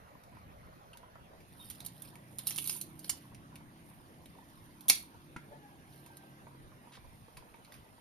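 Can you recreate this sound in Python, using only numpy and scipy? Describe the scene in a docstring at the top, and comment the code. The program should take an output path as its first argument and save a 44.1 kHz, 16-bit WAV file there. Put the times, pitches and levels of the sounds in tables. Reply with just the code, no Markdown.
"""Low village rumble and hollow knocks come first; soon dry sticks are bent, torn and snapped in a walled
yard, a few steps from a hand-held pair of microphones. Far off a small engine speeds up, a cock crows, a
bird peeps and a low tone wavers. Wood is shaped noise with brief rings, struck things are dying sines,
engine, cock and bird are sines that follow pitch curves, and air and wind are coloured noise."""
import sys
import numpy as np
from scipy import signal
from scipy.fft import rfft, irfft, next_fast_len
from scipy.io import wavfile
from scipy.ndimage import uniform_filter1d

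SR = 44100
rng = np.random.default_rng(int(sys.argv[2]) if len(sys.argv) > 2 else 0)


def generate_wav(sig):
    """Save sig (samples, or channels by samples) to the path in sys.argv[1] as 16-bit PCM at SR."""
    pcm = np.round(np.clip(np.atleast_2d(sig).T, -1, 1) * 32767).astype(np.int16)
    wavfile.write(sys.argv[1], SR, pcm)


def amplitude_ratio(level_db):
    """Convert a level in decibels to the matching linear amplitude (field) ratio."""
    exponent = np.asarray(level_db, float) / 20
    return 10 ** exponent


N = 352932  # samples, about 8 s


def evened(x):
    """Scales to rms 1."""
    return x / np.sqrt(np.mean(x ** 2) + 1e-20)


def read(points, hz):
    """Columns of a spectrum at hz, straight on a log axis."""
    f, *columns = np.transpose(points)
    return np.array([np.interp(np.log(hz + 1), np.log(f + 1), c) for c in columns])


def follow(rows, t):
    """Columns of a curve at times t."""
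    s, *columns = np.transpose(rows)
    return np.array([np.interp(t, s, c) for c in columns])


def band(x, low_hz, high_hz):
    """Keeps one band of a sound."""
    return signal.sosfilt(signal.butter(2, [low_hz, high_hz], "bandpass", fs=SR, output="sos"), x)


def add(mix, s, sound, pan_db=0, lag_s=0):
    """Lays a sound into both channels: pan_db louder on the left, where it arrives lag_s later."""
    for side, (at, db) in enumerate([(s + lag_s / 2, pan_db / 2), (s - lag_s / 2, -pan_db / 2)]):
        part = mix[side, max(round(at * SR), 0):][:len(sound)]
        part += amplitude_ratio(db) * sound[:len(part)]


def swell(t, peak_s, rise_s, fall_s, db):
    """Gain that climbs to a peak and dies away, straight in dB; rise and fall times each span 20 dB."""
    times = np.where(t < peak_s, (peak_s - t) / rise_s, (t - peak_s) / fall_s)
    return amplitude_ratio(db - 20 * times)


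def wander(rate, count):
    """Slow drift of rms 1, one row each: sines up to rate Hz with random phases."""
    t = np.arange(0, N + 256, 256) / SR
    hz = np.geomspace(.6, rate, num=16)
    phase = hz[:, None] * t + rng.random((count, 16, 1))
    rows = np.sin(2 * np.pi * phase) / np.sqrt(hz)[:, None]
    return [np.interp(np.arange(N) / SR, t, evened(row)) for row in rows.sum(axis=1)]


def tone(rows, waver_db):
    """A slightly unsteady sine that follows a curve of pitch and level."""
    hz, db = follow(rows, np.arange(rows[0][0], rows[-1][0], 1 / SR))
    waver = evened(uniform_filter1d(rng.standard_normal(len(hz)), size=len(hz) // 10))
    return np.sqrt(2) * amplitude_ratio(db + waver_db * waver) * np.sin(2 * np.pi * np.cumsum(hz) / SR)


def ring(modes, contact_s):
    """Dying sines of a struck thing, set off by a burst of noise that fades over contact_s; peak 1."""
    t = np.arange(SR // 8) / SR
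    x = sum(amplitude_ratio(db - 60 * t / t60) * np.sin(2 * np.pi * hz * t) for hz, db, t60 in modes)
    contact = rng.standard_normal(1000) * np.exp(-t[:1000] / contact_s)
    x = signal.fftconvolve(x, contact)[:len(t)]
    return x / abs(x).max()


# echo decay of the yard: f/Hz, t60/s
YARD_DECAY = [(300, 0.12), (1500, 0.26), (4000, 0.26), (9000, 0.15), (14000, 0.048)]


def yard(x):
    """Sparse echoes from ground and walls, each band dying at its own speed."""
    taps = np.zeros((2, SR // 2))
    at = np.arange(80, SR // 2 - 20, 20) + rng.integers(0, 20, (2, (SR // 2 - 81) // 20))
    np.put_along_axis(taps, at, rng.choice([-1., 1.], at.shape), 1)
    hz, t, z = signal.stft(taps, SR, nperseg=128)
    decay = amplitude_ratio(-60 * t / read(YARD_DECAY, hz)[0][:, None])
    tail = signal.istft(z * decay, SR, nperseg=128)[1]
    return signal.fftconvolve(x, tail / np.linalg.norm(tail[0]), axes=1)[:, :N]


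def ground_bounce(near):
    """The bounce off hard earth: one softer copy, a little later on the right than on the left."""
    return amplitude_ratio(-8.0) * np.array([np.roll(x, round(s * SR)) for x, s in zip(near, (.0026, .0031))])


# colour of the air before and after the move to the open ground: f/Hz, relative level/dB, relative level/dB
AIR_COLOUR = [(35.3, -10, -11.5), (97.6, 5, 1.5), (175.3, -2.5, -5), (253.9, -7, -4.5), (416, -12, -11),
              (576, -4, -9), (1040, -10.5, -12), (1244, -9, -14), (2460, -21, -20.5), (9840, -41.5, -38),
              (16000, -33, -35)]
# shared part of left and right: f/Hz, likeness (0 to 1)
AIR_LIKENESS = [(60, 0.33), (200, 0.89), (600, 0.59), (1400, 0.64), (3000, 0.099), (7000, 0.091)]


def air():
    """Random short-time spectra; the yard's colour blends into the open ground's, its direction flips."""
    level_db, patch_db = -60, 2.66
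    frames, hz = N // 256 + 5, np.fft.rfftfreq(1024, 1 / SR)[:, None]
    a, b, c, d, patches = rng.standard_normal((frames, 513, 5)).T
    patches = evened(uniform_filter1d(uniform_filter1d(patches, size=8, axis=0), size=10, axis=1))
    moved = np.interp(np.arange(frames) * 256 / SR, (1.1, 1.5), [0, 1])
    first_db, second_db = read(AIR_COLOUR, hz)
    # the rumble reaches the right first, then the left
    left_lag_s = np.where(moved < .5, 0.00047, -0.00033)
    same = read(AIR_LIKENESS, hz)[0]
    right = a + 1j * b
    shared = same * right * np.exp(-2j * np.pi * hz * left_lag_s)
    left = shared + np.sqrt(1 - same ** 2) * (c + 1j * d)
    colour_db = first_db + moved * (second_db - first_db) + patch_db * patches
    z = np.array([left, right]) * amplitude_ratio(colour_db)
    return amplitude_ratio(level_db) * evened(signal.istft(z, nperseg=1024, noverlap=768)[1][:, :N])


# gusts on the microphone ports: t/s, level/dB
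WIND_GUSTS = [(6.65, -56), (7.06, -52.5), (7.381, -57.5)]


def wind():
    """Lumpy low noise in short gusts, unrelated at the two ports."""
    rise_s, fall_s, breeze_db = 0.054, 0.11, -95
    t = np.arange(0, N + 64, 64) / SR
    gain = amplitude_ratio(breeze_db) + sum(swell(t, s, rise_s, fall_s, db) for s, db in WIND_GUSTS)
    low = band(rng.standard_normal((2, N)), 18, 55)
    side_gain = amplitude_ratio([[1.5], [-1.5]])  # left, right
    return evened(low) * np.interp(np.arange(N) / SR, t, gain) * side_gain


# engine speed and loudness: t/s, firings per second, level/dB
ENGINE_RUN = [(1.3, 28.4, -63.5), (1.85, 28.9, -58), (2.7, 30.5, -56), (3.6, 32, -57.5), (4.4, 33, -62.5),
              (5.3, 34.1, -60), (6.1, 35.7, -62), (7.2, 36, -62)]
# colour of the exhaust: f/Hz, relative level/dB
EXHAUST_COLOUR = [(70, -29), (105, -1), (150, 2.5), (250, -4.5), (330, -4.5), (400, -20), (500, -40.5)]


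def engine():
    """Multiples of the firing rate, each fading on its own over the long way, above a roar."""
    flat_rate, tilt_per_firing = 31.1, 1.6  # firings per second; dB per octave for each one above that
    t = np.arange(N) / SR
    rate, db = follow(ENGINE_RUN, t)
    tilt_db = tilt_per_firing * (rate - flat_rate)
    turns, fades = np.cumsum(rate) / SR, wander(rate=5.0, count=12)
    lines = 0
    for k, fade in zip(range(3, 15), fades):
        line_db = read(EXHAUST_COLOUR, k * rate)[0] + tilt_db * np.log2(k / 6) + 2.6 * fade
        lines = lines + amplitude_ratio(line_db) * np.cos(2 * np.pi * (k * turns + rng.random()))
    roar_colour = amplitude_ratio(read(EXHAUST_COLOUR, np.fft.rfftfreq(N, 1 / SR))[0])
    roar = irfft(rfft(rng.standard_normal(N)) * roar_colour, N)
    heard = np.interp(t, [1.2, 1.8, 6.9, 7.15], [0, 1, 1, 0])
    return heard * amplitude_ratio(db) * (amplitude_ratio(-7.5) * lines + amplitude_ratio(-12.5) * evened(roar))


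# a low tone far off: t/s, f/Hz, level/dB
HUM_CURVE = [(5.2, 150, -73), (6, 137, -66.5), (6.8, 136, -69), (7.5, 138, -76)]


def hum(far):
    """A low sine gliding in pitch, its level wavering."""
    add(far, HUM_CURVE[0][0], tone(HUM_CURVE, waver_db=3.5))


# one short bird call: t/s, f/Hz, level/dB
PEEP_CURVE = [(1.594, 3680, -83), (1.6, 3720, -59), (1.63, 3670, -62), (1.638, 3670, -70),
              (1.68, 3670, -79)]


def peep(far):
    """A bird's whistle: a brief, nearly steady sine."""
    add(far, PEEP_CURVE[0][0], tone(PEEP_CURVE, waver_db=1.0))


# pitch of the cock: t/s, f/Hz
CROW_MELODY = [(5.42, 812.7), (5.56, 878), (5.7, 816), (6.43, 778)]
# syllables of the cock: peak t/s, rise/s, fall/s, level/dB
CROW_SWELLS = [(5.52, 0.072, 0.25, -65), (5.635, 0.051, 0.16, -70), (6.12, 0.82, 3, -77.5)]


def crow():
    """A wavering tone whose octave grows; its hoarse start has lines a sixth of the pitch apart."""
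    t = np.arange(CROW_MELODY[0][0], CROW_MELODY[-1][0], 1 / SR)
    hz, age = follow(CROW_MELODY, t)[0], t - t[0]
    gain = sum(swell(t, *row) for row in CROW_SWELLS)
    hoarse_db = 11 - 103 * age  # fades by 103 dB a second
    octave_db = np.minimum(-13 + 32 * age, 6.5)
    shake = evened(uniform_filter1d(rng.standard_normal((6, len(t))), size=700))
    pitch_shake = (0.0031 + 0.023 * np.exp(-age / 0.29)) * shake[0]
    phase = 2 * np.pi * np.cumsum(hz * (1 + pitch_shake)) / SR
    hoarse = sum(shake[k] * np.sin(k * phase / 6) for k in (3, 4, 5))
    voice = np.sin(phase) + amplitude_ratio(hoarse_db) * hoarse + amplitude_ratio(octave_db) * np.sin(2 * phase)
    return np.sqrt(2) * gain * amplitude_ratio(2.5 * shake[1]) * voice


# clear hollow knocks: t/s, peak level/dB
CLEAR_KNOCKS = [(0.152, -50), (0.369, -49.5), (0.951, -53.5), (1.03, -50), (1.155, -45.5), (4.386, -50.5),
                (5.146, -49), (6.102, -52), (6.235, -55), (6.468, -46), (6.719, -52), (6.872, -50),
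                (6.972, -49.5), (7.283, -48.5), (7.374, -49), (7.543, -46.5)]
# typical knock, scattered from hit to hit: f/Hz, relative level/dB, t60/s
HOLLOW_MODES = [(630, -11, 0.016), (760, -8, 0.013), (972, 4, 0.036), (1204, -17.5, 0.037)]


def knocks():
    """Clear knocks and a scatter of faint ones: dying sines, detuned and rebalanced at every hit."""
    faint_per_s, faintest_db = 11, -63.5
    out, count = np.zeros((2, N)), round(faint_per_s * N / SR)
    faint = [(place * N / SR, faintest_db + 8.6 * size) for place, size in rng.random((count, 2))]
    for s, db in list(CLEAR_KNOCKS) + faint:
        modes = [(hz * rng.uniform(0.918, 1.1), mode_db + rng.normal(0, 2.7), t60)
                 for hz, mode_db, t60 in HOLLOW_MODES]
        add(out, s, amplitude_ratio(db) * ring(modes, contact_s=0.0044), pan_db=-2.5, lag_s=.0002)
    return out


def scuff(near):
    """A shoe drags on grit: noise of uneven level that starts and stops with the shoe."""
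    hold_s, edge_s, level_db = 0.054, 0.0042, -62.5
    t = np.arange(0, hold_s + edge_s, 1 / SR)
    noise, grit = rng.standard_normal((2, len(t)))
    x = noise * amplitude_ratio(3.3 * evened(uniform_filter1d(grit, size=90)))
    edges = np.clip(np.minimum(t, t[-1] - t) / edge_s, 0, 1)
    add(near, 6.918, amplitude_ratio(level_db) * evened(band(x, 900, 4400)) * edges)


# sticks, leaves and feet rubbing: peak t/s, rise/s, fall/s, level/dB, tilt (dull to bright)
RUB_STROKES = [(.95, 5.2, 0.33, -80, -3), (1.65, 0.2, 0.46, -64, -0.5), (2.06, 0.24, 0.14, -64, -1),
               (2.49, 0.043, 0.12, -50.5, 0), (2.71, 0.28, 0.15, -53.5, 3), (2.775, 0.19, 0.017, -61, 5),
               (3.08, 0.14, 0.21, -61, -0.1), (3.9, 0.3, 0.38, -77, 1.5), (4.601, 1.2, 2.3, -75, -1.5),
               (5.91, 0.075, 0.56, -70.5, -1.5), (7.3, 2.8, 4, -79, -1), (7.722, 0.0065, 0.11, -64.5, -3)]


def strokes():
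    """Gain and tilt of the rubbing: the strokes add up in power, and the loudest sets the colour."""
    still_db, still_tilt = -92, -2  # between strokes
    t = np.arange(0, N + 32, 32) / SR
    gains = np.array([swell(t, *row[:4]) for row in RUB_STROKES] + [amplitude_ratio(still_db) + 0 * t])
    gain = np.sqrt((gains ** 2).sum(axis=0))
    tilt = np.array([row[4] for row in RUB_STROKES] + [still_tilt]) @ gains ** 2 / gain ** 2
    return [np.interp(np.arange(N) / SR, t, x) for x in (gain, tilt)]


def rustle():
    """Hiss and many tiny snaps, each ringing briefly at one of 12 pitches; tilt mixes dull and bright."""
    gain, tilt = strokes()
    ticks = (rng.random(N) < 1300 / SR) * amplitude_ratio(6.8 * np.minimum(rng.exponential(1, N), 2.6))
    twig, t = rng.integers(0, 12, N), np.arange(256) / SR
    rings = 0
    for k, hz in enumerate(np.geomspace(1800, 6500, num=12)):
        twig_ring = amplitude_ratio(-60 * t / 0.019) * np.sin(2 * np.pi * hz * t)
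        rings = rings + signal.oaconvolve(ticks * (twig == k), twig_ring)[:N]
    grains = signal.lfilter([1], [1, -.95], ticks) * rng.standard_normal(N)
    hiss = rng.standard_normal((2, N))
    x = 1.5 * evened(grains) + 1.6 * evened(rings) + 0.7 * hiss
    dull, middle, bright = band(x, 900, 2500), band(x, 2500, 7000), band(x, 7000, 17000)
    mixed = amplitude_ratio(-5 - 1.8 * tilt) * dull + middle + amplitude_ratio(3.0 + 1.8 * tilt) * bright
    return gain * mixed / np.sqrt(np.mean(middle ** 2))


# a broken piece on the ground: f/Hz, relative level/dB, t60/s
LANDING_MODES = [(170, 2, .07), (240, -1, .05), (320, -2, .05), (960, 1, .03), (1380, 7, .025)]


def landing(near):
    """The body of a broken piece landing: one sharp contact sets off short dying sines."""
    add(near, 5.3632, amplitude_ratio(-32.5) * ring(LANDING_MODES, contact_s=1 / SR), pan_db=1.5)


def crack(db, ring_hz, tilt_db, splinter_t60):
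    """A first burst, then ever weaker fibres; the sound favours one short ring and a few thin notes."""
    noise, chance, size = rng.uniform(-1, 1, 8192), rng.random(8192), rng.random(8192)
    t, hz = np.arange(8192) / SR, np.fft.rfftfreq(8192, 1 / SR)
    fibres = uniform_filter1d((chance < 900 / SR) * size ** 3, size=16) * 16
    first_burst = amplitude_ratio(-60 * t / 0.0053)
    splinters = amplitude_ratio(-11.0 - 60 * t / splinter_t60) * (0.33 + 1.55 * fibres)
    x = noise * (first_burst + splinters) * np.minimum(t / 0.0011, 1)
    x = np.roll(x, 64)  # room ahead of the burst for the filters
    thin = hz ** 4 / (hz ** 4 + 1500 ** 4)  # a thin stick radiates little bass
    tilt = amplitude_ratio(tilt_db * np.log2(np.maximum(hz, 1800) / 4000))
    notes_hz = 2050 * (7300 / 2050) ** rng.random((6, 1))
    notes = 1.1 * (1 / (1 + 1j * (hz - notes_hz) / 43)).sum(axis=0)  # each falls 3 dB at 43 Hz off
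    dull_db = 0.4 * max(-tilt_db, 0)  # dull cracks ring more
    body = 2.6 * amplitude_ratio(dull_db) / (1 + 1j * 12 * (hz / ring_hz - 1))
    x = irfft(rfft(x) * thin * tilt * (1 + notes + body), len(x))
    middle = irfft(rfft(x) * ((hz > 2000) & (hz < 7000)), len(x))
    return amplitude_ratio(db) * x / abs(middle).max()


# a stick's own body: f/Hz, relative level/dB, t60/s
BODY_MODES = [(258, -10, 0.05), (490, -10, 0.034), (900, 2.5, 0.025), (1068, -7.5, 0.042), (1298, 1, 0.025),
              (2136, 0, 0.026)]


def thump(burst_db):
    """A stick's body under each burst: short dying sines, 12.5 dB below the burst's setting."""
    return amplitude_ratio(burst_db - 12.5) * ring(BODY_MODES, contact_s=0.0002)


# wood cracks, with the click of a landing piece (5.365 s) and a foot scuff (7.72 s):
# t/s, peak level of the 2-7 kHz band/dB, ring f/Hz, tilt/(dB per octave)
CRACKS_AND_CLICKS = [(0.2366, -56, 2300, -1), (0.9324, -49, 2940, -5.5), (0.972, -50, 4000, 2),
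                     (1.4043, -55, 2150, -4), (1.7005, -44, 3970, 5), (1.7064, -45.5, 3600, -5),
                     (1.7122, -50, 3540, 3), (1.7494, -54, 3270, 1), (1.804, -42, 3960, 0.5),
                     (1.849, -49, 3060, 2), (1.8621, -41.5, 4160, 7), (1.87, -57, 4890, -4),
                     (1.8844, -58, 3350, -10), (2.0206, -53, 3550, 8.5), (2.052, -54, 2450, -11),
                     (2.1547, -48, 2250, -2.5), (2.385, -43, 3600, 9.5), (2.3898, -41.5, 3800, -3.5),
                     (2.4647, -53, 4000, -1), (2.47, -31.5, 3980, 5), (2.4966, -45, 4840, 14),
                     (2.507, -33, 5900, -3), (2.551, -49, 5000, 1), (2.5602, -39.5, 3900, 5),
                     (2.5787, -41.5, 4770, 6), (2.5845, -29, 3220, 2), (2.642, -45.5, 4160, 9),
                     (2.655, -44, 4100, -1.1), (2.674, -37, 4450, 8.5), (2.682, -42, 4000, 2),
                     (2.6954, -28.5, 5070, 0), (2.7264, -46, 5840, -2), (2.8127, -37, 4100, 6.5),
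                     (2.992, -51.5, 4460, 8.5), (3.044, -41.5, 4170, 0.5), (3.0943, -31, 7300, 3.5),
                     (3.0968, -29.5, 4930, 0.5), (3.3465, -51.5, 2380, -0.5), (3.5561, -45, 2430, -2),
                     (4.258, -54, 2380, -2), (4.808, -50, 3400, 6), (5.365, -43, 2093, -8.5),
                     (6.062, -54, 4040, 0.5), (6.1697, -51, 4050, 2.5), (7.2134, -72, 5500, 7),
                     (7.3695, -47.5, 2430, -4), (7.3725, -50.5, 4250, -1.5), (7.541, -53.5, 2450, -15.5),
                     (7.648, -53.5, 4270, -4.5), (7.721, -50.5, 2400, -9.5), (7.741, -51, 2380, -3)]
# the thick stick gives, breaks, and breaks through: the same four columns, then splinter t60/s
THICK_SNAP = [(4.8827, -30.5, 3500, 6.5, 0.3), (4.8975, -13, 4400, -1, 0.037), (4.8996, -16, 5950, 4, 0.05),
              (4.9044, -24.5, 2260, -3, 0.09)]


def cracks_and_clicks(near):
    """Wood cracks, a landing click and a foot scuff, all one kind of burst over a thump; then the snap's top."""
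    splinter_t60 = 0.068  # s
    for s, db, *colour in THICK_SNAP + [(*row, splinter_t60) for row in CRACKS_AND_CLICKS]:
        pan_db, lag_s = rng.uniform(-2, 2), rng.uniform(-.000025, .000025)
        add(near, s - 64 / SR, crack(db, *colour), pan_db, lag_s)
        add(near, s, thump(db), pan_db=3.5)
    # the snap faces the left port: lift the top treble there by adding a filtered copy
    snap = slice(round(THICK_SNAP[0][0] * SR) - 64, round(THICK_SNAP[-1][0] * SR) + 8192)
    top = signal.butter(4, 9800, "highpass", fs=SR, output="sos")
    near[0, snap] += amplitude_ratio(1.5) * signal.sosfiltfilt(top, near[0, snap])


def scene():
    """Near wood and far sounds share the echo of the yard; engine, air and wind come without it."""
    near, far = np.zeros((2, N)), knocks()
    cracks_and_clicks(near)
    scuff(near)
    near += rustle()
    bounce = ground_bounce(near)
    landing(near)  # on the earth itself: no bounce
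    add(far, CROW_MELODY[0][0], crow(), pan_db=1.5, lag_s=-.0003)
    peep(far)
    hum(far)
    wood = near + bounce + amplitude_ratio(-9.0) * yard(near)
    return wood + far + amplitude_ratio(-7.5) * yard(far) + engine() + air() + wind()


def top_cut(x):
    """Nothing passes above the cut-off."""
    return signal.sosfilt(signal.butter(12, 17010, fs=SR, output="sos"), x)


# colour of the two microphone ports, together with a steep cut above 14 kHz that is not theirs:
# f/Hz, left level/dB, right level/dB, phase by which left leads/rad
COLOUR_AND_CUT = [(1020, 1.5, 2, 0), (1780, 1, 3.5, 0.87), (5500, 4, 3.5, 0.6), (7010, 3.5, 5.5, 3),
                  (8040, -13, -2, 1), (8650, -2, 12, 3), (9400, 1, 20, 5.5), (10700, 7.5, 12.5, 4),
                  (11920, 4, 14.5, 5), (14140, 1.5, 4.5, 5.5), (14620, -18, -22, 6.5),
                  (16120, -46, -43.5, 8), (17000, -52, -66, 2)]


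def record(dry):
    """Colours left and right as the two ports do, cuts steeply above 14 kHz, rounds off the loudest peaks."""
    overload = .66  # of the input stage; full scale is 1
    size = next_fast_len(N)
    left_db, right_db, lead = read(COLOUR_AND_CUT, np.fft.rfftfreq(size, 1 / SR))
    colour = np.array([amplitude_ratio(left_db) * np.exp(1j * lead), amplitude_ratio(right_db)])
    heard = irfft(rfft(dry, size) * colour, size)[:, :N]
    mix = overload * np.tanh(heard / overload)
    return top_cut(mix)


dry = scene()
out = record(dry)
generate_wav(out)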